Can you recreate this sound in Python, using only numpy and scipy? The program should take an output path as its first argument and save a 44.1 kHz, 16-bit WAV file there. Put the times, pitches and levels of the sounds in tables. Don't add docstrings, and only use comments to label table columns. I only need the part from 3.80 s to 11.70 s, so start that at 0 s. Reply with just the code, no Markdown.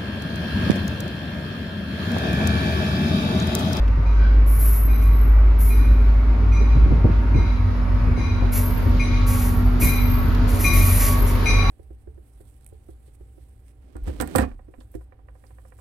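import sys
import numpy as np
from scipy import signal
from scipy.fft import rfft, irfft, next_fast_len
from scipy.io import wavfile
from scipy.ndimage import uniform_filter1d, minimum_filter1d, map_coordinates

SR = 44100
rng = np.random.default_rng(int(sys.argv[2]) if len(sys.argv) > 2 else 0)


def generate_wav(signal):
    frames = np.transpose(np.atleast_2d(signal))
    scaled = np.clip(frames, -1, 1) * 32767
    pcm = np.round(scaled).astype(np.int16)
    wavfile.write(sys.argv[1], SR, pcm)


N = 348390

# start in seconds, direct level in dB, echo level in dB, left over right in dB,
# multiplier of the direct ring time, upper twins' share from 0 to 1, trees' answer over the echo in dB,
# boost of the clang in dB, boost of the higher ping in dB, hum level in dB, seconds to the hum's swell.
STROKES = [(0.257, -47, -47, 3, 0.85, 0.54, 1, 4, 2.5, -53, 0.12),
           (1.080, -41, -43.5, -2, 0.37, .5, 3, 2.5, 1.5, -49, 0.25),
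           (1.899, -39, -41, -1, 1.14, 0.56, 0.5, -1, 1, -54, 0.13),
           (2.718, -38.5, -37.5, -2, 1.02, 0.58, -8, 0, -2, -52, 0.32),
           (3.540, -48, -39, 2, 0.5, 0.59, -16, 6.5, 3.5, -51.5, 0.18),
           (4.36, -58, -36.5, -0.5, 0.72, 0.41, -4, 1, 2, -52, 0.15),
           (5.195, -24.5, -33, 6.5, 0.54, 0.82, 0.5, 3.5, 0.5, -40.5, 0.27),
           (6.017, -30, -29.5, 7, 1.2, 0.53, -13, 2, 0.5, -43.5, 0.022),
           (6.841, -17, -24.5, 5, 0.9, 0.25, -12, 1.5, -1.5, -35.5, 0.12),
           (7.656, -19.5, -21, 9, 0.56, 0.16, -14, -2, 0.5, -31.5, 0.21)]
# start in seconds, length in seconds, level in dB,
# body from 0 (thin and far) to 1 (full and near), ringing against the scrape in dB.
SCRAPES = [(0.659, 0.19, -44, 0.01, -3), (0.782, 0.12, -38, 0, 6), (0.911, 0.058, -41.5, 0.06, 2),
           (1.202, 0.028, -53, 0.3, 4), (1.783, 0.11, -41, 0.04, 0), (4.716, 0.065, -35, 0.38, -7),
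           (5.46, .09, -39, 0.7, -3), (5.564, 0.12, -43.5, 0.8, -11), (5.994, 0.075, -32, 0.37, -4),
           (6.67, 0.17, -46, 1, -11), (6.786, 0.061, -36, 0.5, 7), (6.918, .26, -34.5, 0.4, 5),
           (7.177, 0.098, -31.5, 0.75, -1), (7.454, 0.041, -43, 0.95, -14)]


def engine(drone_db=-0.5, flutter_db=1.75, drift=0.22, firings_per_turn=8):
    # time in seconds, firing rate in Hz, relative level in dB.
    drone = [(0.0, 51.5, -14), (0.12, 51.8, -17), (0.19, 51.24, -15), (0.5, 51.6, -12), (0.8, 51.9, -13.5),
             (1.02, 52.4, -15.5), (1.25, 51.94, -11.5), (2.3, 51.57, -13), (2.55, 53.2, -14),
             (3.08, 53.3, -13), (3.22, 52.9, -16), (3.8, 50.98, -18.5), (4.6, 45.62, -22),
             (5.2, 44.1, -19.5), (7.9, 43.6, -18)]
    shaft_tones = list(zip(range(7, 12), [-27, 9.5, -18, -23.5, -16.5]))
    firing_hz, level_db = curves(drone)
    shaft = (2 * np.pi * np.cumsum(firing_hz) / SR + drift * wobble(5.9)) / firings_per_turn
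    tone = sum(amp(db) * np.sin(cycles * shaft + rng.uniform(0, 2 * np.pi)) for cycles, db in shaft_tones)
    return amp(level_db + drone_db + flutter_db * wobble(24)) * unit(tone)


def bell(flat=0.018, smear=0.044, echo_rise_s=0.043, echo_stretch=1.66, air_db=7, trees_s=0.135):
    # pitch in Hz, level in dB, base time to fade 60 dB in seconds,
    # share that stays clean from 0 to 1, gap up to a close twin tone in Hz (0 for none).
    tones = [(1124, -19, .4, .8, 0), (2135, -13, .72, .15, 0), (2182, -4.5, .54, .75, 0),
             (2275, -18, .6, .3, 0), (2428, .5, .62, 1, 0), (2515, -23, .5, .3, 0),
             (3890, -22.5, .6, .25, 0), (3988, -10.8, .76, .6, 24), (4105, -25, .5, .2, 0),
             (4908, -18.5, .52, .6, 0), (5908, -13.5, .48, .52, 68), (6130, -28, .4, .2, 0),
             (6350, -20, .35, .6, 0), (6530, -24, .35, .3, 0), (6880, -35, .3, .5, 0),
             (8005, -29, .3, .7, 45), (8130, -34, .3, .4, 0), (10340, -22, .35, .9, 0),
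             (10820, -33, .25, .5, 0)]
    out, t = np.zeros((2, N)), np.arange(SR) / SR
    sides = np.array([[.5], [-.5]])
    for s, direct_db, echo_db, pan_db, ring, twin, trees_db, clang_db, ping_db, _, _ in STROKES:
        direct, echo, late = np.zeros(SR), np.zeros((2, SR)), np.zeros((2, SR))
        for hz, db, t60, clean, gap_hz in tones:
            db += clang_db * (2000 < hz < 2300) + ping_db * (3000 < hz < 5500)
            upper = twin if gap_hz else 0
            air_loss_db = air_db * (0.5 - s * SR / N) * min(hz / 10000, 1) ** 4
            strength = amp(db + 0.6 * rng.normal() - air_loss_db)
            phase = 2 * np.pi * (hz * t + rng.uniform(0, 1))
            twin_phase = phase + 2 * np.pi * gap_hz * t
            tone = clean * strength * (np.sqrt(1 - upper) * np.sin(phase)
                                       + np.sqrt(upper) * np.sin(twin_phase))
            direct += amp(-60 * t / (t60 * ring) + 1.2 * wobble(35, SR)) * tone
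            late += 0.52 * amp(-60 * t / t60) * tone
            centre_hz, treble = hz + upper * gap_hz, hz > 3000
            close = np.array([fuzzy_tone(centre_hz, 33.4, SR) for _ in range(2 if treble else 1)])
            close *= 0.5 * fade_in(t, 0.016 if treble else 0.005)
            blurred = np.array([fuzzy_tone(centre_hz * (1 - flat), hz * smear, SR) for _ in range(2)])
            blurred *= 0.79 * fade_in(t, echo_rise_s)
            echo += strength * amp(-60 * t / (t60 * echo_stretch) + 4 * treble) * (close + blurred)
        echo *= amp(wobble(28, SR))
        clank = fuzzy_tone(2300, 640, SR) * amp(-15 - 60 * t / 0.15)
        onset = fade_in(t, rise_s=0.0042)
        add(out, s, (direct + clank) * onset * amp(direct_db + pan_db * sides))
        add(out, s, echo * amp(echo_db + 3 * sides))
        add(out, s + trees_s, (0.23 * echo[::-1] + late * onset) * amp(echo_db + trees_db))
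    return out


def bell_hum(hz=1124, beat_hz=2.8, twin_db=-3.5, t60=9, length_s=0.66):
    out, t = np.zeros((2, N)), np.arange(SR) / SR
    shape = fade_in(t, rise_s=0.012) * amp(-60 * t / t60) * np.clip(10 * (length_s - t), 0, 1)
    sides_db = np.array([[-2], [2]])
    for s, *_, hum_db, swell_s in STROKES:
        beat = np.abs(1 + amp(twin_db) * np.exp(2j * np.pi * beat_hz * (t - swell_s)))
        clean = unit(np.sin(2 * np.pi * hz * t + .5 * wobble(4, SR)))
        scatter = np.array([fuzzy_tone(hz - 4, 21.2, SR) for _ in range(2)])
        add(out, s, amp(hum_db + sides_db) * shape * beat * unit(clean + 0.56 * scatter))
    return out


def rolling(start_m=200, end_m=13.3):
    # frequency in Hz, level in dB.
    rumble_colour = [(15, -30.5), (30, -13.5), (60, 2.5), (130, 1), (200, -1.5), (290, -2.5), (350, -7.5),
                     (430, -6), (560, -25), (900, -17.5), (1800, -67), (4000, -120)]
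    roar_colour = [(60, -61.5), (250, -30.5), (500, 4.5), (750, 1), (1100, 3), (1450, 0), (1750, -4),
                   (2200, -4), (2700, -11), (3600, -31.5), (6000, -43), (10000, -120)]
    bed_colour = [(300, -42.5), (1500, -13), (2800, 13.5), (4000, 13), (5000, 9.5), (6000, 3), (7000, 2),
                  (8000, -31), (10000, -56.5), (15500, -45.5)]
    rail_colour = [(300, -35.5), (4000, -10.5), (7000, -29), (9000, -1.5), (10300, 10), (11800, 9),
                   (13000, 2), (14200, -1.5), (15500, -23.5)]
    # time in seconds, level in dB.
    bed_levels = [(0, -56.5), (1.6, -57), (2.7, -54), (4.4, -53.5), (5.2, -46.5), (5.6, -46), (5.9, -52),
                  (6.15, -46.5), (6.5, -47), (7.2, -42), (7.9, -43)]
    bed_db, = curves(bed_levels)
    near_db = 20 * np.log10(start_m / np.linspace(start_m, end_m, N))
    rumble = amp(-34.5 + 0.35 * near_db + 1.74 * wobble(8)) * patchy(rush(rumble_colour), depth_db=1.5)
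    roar = amp(-39.5 + 0.37 * near_db + 0.46 * wobble(7)) * patchy(rush(roar_colour), depth_db=2.5)
    track_bed = amp(bed_db + 0.96 * wobble(12)) * rush(bed_colour)
    rails = amp(-69.5 + 0.63 * near_db) * rush(rail_colour)
    return rumble + roar + track_bed + rails


def generator(note_hz=93, note_db=-3.5, throb_db=-4):
    # time in seconds, then the levels of exhaust, hum and upper tones in dB.
    levels = [(0.0, -30, -47, -55), (1.65, -29.5, -45, -53), (2.0, -27, -37.5, -51), (2.9, -24, -39, -48),
              (3.5, -23, -37, -48.5), (4.1, -21, -32, -49.5), (5.1, -21.5, -30.5, -46),
              (6.05, -17.5, -27.5, -49.5), (6.7, -18.5, -27, -44.5), (7.02, -18, -29.5, -45.5),
              (7.3, -23, -33, -48), (7.9, -18.5, -33.5, -45.5)]
    # frequency in Hz, level in dB.
    throb_colour = [(25, -17.5), (45, 24), (62, 22.5), (80, 20.5), (100, 17.5), (115, 16.5), (135, -15),
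                    (190, -49.5), (600, -120)]
    # pitch in Hz, relative level in dB, left over right in dB.
    hum_tones = [(138.6, -19, 0), (184.4, -16, 0), (245.8, 0, 0)]
    upper_tones = [(331, -5, 0), (410, -2, 0), (576.8, -2.5, -4), (923.8, 0, -3), (1098, -6, -2),
                   (1270, -5, -1), (1385, -6, -1), (1501, -10, 0)]
    exhaust_db, hum_db, upper_db = curves(levels)
    t = np.arange(N) / SR
    note = unit(amp(3.15 * wobble(13)) * np.sin(2 * np.pi * note_hz * t + 0.55 * wobble(13)))
    throb = rush(throb_colour, alike=[(30, 0.2), (90, 0.97)])
    exhaust = amp(exhaust_db) * (amp(note_db) * note + amp(throb_db) * throb)
    hum = amp(hum_db) * steady_tones(hum_tones, scattered=0.29)
    blowers = amp(upper_db) * steady_tones(upper_tones, scattered=0.75)
    return exhaust + hum + blowers


def flanges(sizzle_db=8, ring_far_db=-9, ring_near_db=-10):
    # frequency in Hz, level in dB.
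    far_colour = [(1500, -49.5), (2200, -12), (3200, -25.5), (5500, -22), (8000, -12), (10300, -2.5),
                  (12000, 0.5), (13300, -2.5), (14500, -6), (15600, -4)]
    near_colour = [(1500, -9), (2200, 1), (3200, -13), (5000, -8.5), (6800, -3), (8600, -1.5), (10300, 3),
                   (12000, -3.5), (13300, 3.5), (14500, -11), (15600, -27.5)]
    # pitch in Hz, width in Hz, far level in dB, near level in dB.
    steel_tones = [(10310, 14, -4.5, 3.5), (10344, 14, -5, 4.5), (11785, 12, 3.5, -7), (12610, 20, -9, -9),
                   (13170, 24, -4, -9), (13312, 28, 0, -4), (13430, 28, -5, -9)]
    *_, body, ringing_db = np.transpose(SCRAPES)
    body = np.clip(body, .001, .999)
    centred = [(3000, 1.0), (9000, 1.0)]
    far = metallic(scrape_level(1 - body) * rush(far_colour, centred), ripple_db=4.5)
    near = metallic(scrape_level(body) * rush(near_colour, centred), ripple_db=2.2)
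    grit = amp(0.66 * wobble(45) + 0.78 * wobble(220))
    far_ring = amp(ring_far_db) * ring_on(scrape_level((1 - body) * amp(ringing_db) ** 2))
    near_ring = amp(ring_near_db) * ring_on(scrape_level(body * amp(ringing_db) ** 2))
    ringing = sum(np.hypot(amp(far_db) * far_ring, amp(near_db) * near_ring) * fuzzy_tone(hz, width)
                  for hz, width, far_db, near_db in steel_tones)
    return amp(sizzle_db) * grit * (far + near) + ringing


def scrape_level(shares, attack_s=0.023, tail_db=-15.5):
    rows = [(s, length, db + 10 * np.log10(share)) for (s, length, db, *_), share in zip(SCRAPES, shares)]
    bite = bursts(rows, attack_s, fall_db_per_s=171.5)
    tail = amp(tail_db) * bursts(rows, attack_s, fall_db_per_s=45)
    return np.hypot(bite, tail)


def ring_on(level, ring_s=0.04):
    kept = np.exp(-1 / (ring_s * SR))
    return np.sqrt(signal.lfilter([1 - kept], [1, -kept], level ** 2))


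def metallic(x, ripple_db, spacing_hz=70):
    knots = rng.standard_normal(1024)
    return filtered(x, lambda hz: amp(ripple_db * np.tanh(map_coordinates(knots, [hz / spacing_hz]))))


def wheel_squeal(hz=12705, hoarse=0.96, rasp_at_s=6.35):
    # start in seconds, length in seconds, level in dB.
    squeals = [(0.98, 0.17, -39), (1.25, 0.18, -48.5), (4.74, 0.16, -38.5), (5.56, 0.22, -43),
               (6.01, 0.38, -40.5), (7.25, 0.17, -38.5), (7.45, 0.22, -49)]
    t = np.arange(N) / SR
    level = bursts(squeals, attack_s=0.071, fall_db_per_s=101) * amp(2 * wobble(11))
    tone = unit(np.sin(2 * np.pi * hz * t + 0.7 * wobble(13)) + hoarse * fuzzy_tone(hz, 130))
    rasp = amp(-1) * swell(rasp_at_s, width_s=0.18) * fuzzy_tone(hz + 60, 400)
    return level * (tone + rasp)


def turbo(width_hz=70):
    # time in seconds, pitch in Hz, level in dB.
    wind_down = [(3.5, 5600, -73), (3.9, 5330, -66), (4.25, 5060, -65.5), (4.8, 4800, -65),
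                 (5.8, 4620, -60.5), (6.6, 4540, -58.5), (7.9, 4500, -60)]
    hz, db = curves(wind_down)
    phase = 2 * np.pi * np.cumsum(hz) / SR
    whistle = [wobble(width_hz) * np.sin(phase) + wobble(width_hz) * np.cos(phase) for _ in range(2)]
    return amp(db) * unit(np.array(whistle))


def wind(rise_s=0.0022):
    # start in seconds, level in dB, fade time in seconds, slap against the thud in dB.
    puffs = [(0.087, -29.5, 0.06, -20), (0.172, -19, 0.036, -17), (1.049, -23, 0.063, -16),
             (1.45, -27, 0.041, -8), (2.812, -29, 0.016, 9), (2.952, -15, 0.072, -12.5),
             (3.06, -16.5, 0.071, -29), (3.107, -16, 0.054, -6.5), (3.244, -6, 0.017, -6.5),
             (3.286, -16, 0.025, -8), (3.548, -10.5, 0.052, -14), (4.272, -17.5, 0.09, -24),
             (4.374, -25, 0.029, -1), (4.62, -25.5, 0.033, 2), (5.058, -15, 0.097, -20),
             (6.021, -15, 0.07, -10.5), (6.443, -17, 0.049, -27)]
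    # frequency in Hz, level in dB.
    thud_colour = [(20, -24.5), (70, 10.5), (150, -3), (300, -11), (600, -35), (1500, -76), (4000, -120)]
    slap_colour = [(120, 6), (300, 6), (600, -4.5), (900, -15.5), (2000, -41.5), (5000, -120)]
    t = np.arange(N) / SR
    thud, slap = np.zeros((2, N))
    for s, db, fade_s, slap_db in puffs:
        push = amp(db) * np.clip((t - s) / rise_s, 0, 1) * np.exp(-np.maximum(t - s, 0) / fade_s)
        thud += push
        slap += amp(slap_db) * push
    return thud * rush(thud_colour, alike=[(100, 0.91)]) + slap * rush(slap_colour, alike=[(300, 0.41)])


def bump(s=3.245, db=-9, hz=215, t60=0.06, rise_s=0.003):
    t = np.maximum(np.arange(N) / SR - s, 0)
    tone = np.sin(2 * np.pi * hz * t) + 0.77 * np.sin(2 * np.pi * 1.422 * hz * t)
    return (1 - np.exp(-(t / rise_s) ** 2)) * amp(db - 60 * t / t60) * tone


def far_squeak(peak_s=0.465, hz=1530, db=-38.5, width_hz=190, harmonics_db=(0, -14, -17)):
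    pair = [sum(amp(level) * fuzzy_tone(k * hz, k * k * width_hz)
                for k, level in enumerate(harmonics_db, 1)) for _ in range(2)]
    return amp(db) * swell(peak_s, width_s=0.07) * np.array(pair)


def ticks(t60=0.03):
    # start in seconds, level in dB.
    spits = [(0.079, -40), (0.229, -50.5), (4.147, -53.5), (6.548, -33)]
    # frequency in Hz, level in dB.
    colour = [(800, -19), (2600, 4.5), (4500, -2), (7000, -10.5), (8300, -25), (11000, -6), (15000, -18)]
    return bursts([(s, 0, db) for s, db in spits], attack_s=0.001, fall_db_per_s=60 / t60) * rush(colour)


def from_ahead(x):
    # frequency in Hz, how far the left side leads in radians.
    left_lead = [(5400, 0), (6700, -1.2), (8300, -3.14), (10000, -4.7), (11900, -6.28), (15400, -9.4)]
    return filtered(x, lambda hz: np.exp(.5j * along(left_lead, hz) * np.array([[1], [-1]])))


def patchy(x, depth_db):
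    spectrum = signal.stft(x, nperseg=2048)[2]
    patches = uniform_filter1d(rng.standard_normal(spectrum.shape[1:]), size=3, axis=0)
    patches = uniform_filter1d(patches, size=14, axis=1)
    return unit(signal.istft(spectrum * amp(depth_db * unit(patches)), nperseg=2048)[1][:, :N])


def steady_tones(rows, scattered):
    t, out = np.arange(N) / SR, np.zeros((2, N))
    for hz, db, pan_db in rows:
        clean = unit(np.sin(2 * np.pi * hz * t + 0.52 * wobble(2.963)))
        scatter = np.array([fuzzy_tone(hz, 9), fuzzy_tone(hz, 9)])
        out += amp(db + pan_db * np.array([[.5], [-.5]])) * unit(clean + scattered * scatter)
    return out


def rush(colour, alike=None):
    # frequency in Hz, likeness from 0 (unrelated) to 1 (the same).
    usual_likeness = [(30, .4), (60, 1), (130, 0.84), (280, 0.97), (600, 0.098), (1300, 0.12), (3000, 0.18),
                      (7000, 0.055), (12000, 0.18)]

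    def response(hz):
        angle = np.arccos(np.clip(along(alike or usual_likeness, hz), -1, 1)) / 2
        return amp(along(colour, hz)) * [np.cos(angle), np.sin(angle)]

    mid, side = filtered(rng.standard_normal((2, N)), response)
    return unit(np.array([mid + side, mid - side]))


def fuzzy_tone(hz, width_hz, size=N):
    phase = 2 * np.pi * hz * np.arange(size) / SR
    return unit(wobble(width_hz, size) * np.sin(phase) + wobble(width_hz, size) * np.cos(phase))


def wobble(rate, size=N):
    knots = rng.standard_normal(4096)
    coarse = np.arange(0, size + 8, 8)
    return np.interp(np.arange(size), coarse, map_coordinates(knots, [coarse * rate / SR], mode="wrap"))


def bursts(rows, attack_s, fall_db_per_s):
    t, power = np.arange(N) / SR, np.zeros(N)
    for s, length, db in rows:
        rise = np.clip((t - s) / attack_s, 0, 1)
        power += (rise * amp(db - fall_db_per_s * np.maximum(t - s - length, 0))) ** 2
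    return np.sqrt(power)


def swell(peak_s, width_s):
    return np.exp(-.5 * ((np.arange(N) / SR - peak_s) / width_s) ** 2)


def fade_in(t, rise_s):
    return 1 - np.exp(-t / rise_s)


def filtered(x, response):
    size = next_fast_len(N + 8192)
    return irfft(rfft(x, size) * response(np.fft.rfftfreq(size, 1 / SR)), size)[..., :N]


def curves(rows):
    times, *columns = np.transpose(rows)
    return [np.interp(np.arange(N) / SR, times, column) for column in columns]


def along(points, hz):
    freqs, values = np.transpose(points)
    return np.interp(np.log(hz + 1), np.log(freqs + 1), values)


def add(track, s, sound):
    start = max(0, round(s * SR))
    track[:, start:start + sound.shape[1]] += sound[:, :max(0, N - start)]


def amp(db):
    return 10 ** (np.asarray(db) / 20)


def unit(x):
    return x / np.sqrt(np.mean(x ** 2) + 1e-20)


def scene():
    machines = engine() + generator()
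    ahead = rolling() + turbo() + bell() + bell_hum() + flanges() + wheel_squeal() + far_squeak() + ticks()
    return machines + from_ahead(ahead) + wind() + bump()


def record(dry):
    ceiling, hold_s, top_hz = 0.7, 0.006, 15150
    size = round(hold_s * SR)
    needed = ceiling / np.maximum(np.abs(dry).max(axis=0), ceiling)
    gain = uniform_filter1d(minimum_filter1d(needed, size=size), size=size)
    return filtered(dry * gain, lambda hz: hz < top_hz)


dry = scene()
out = record(dry)
generate_wav(out)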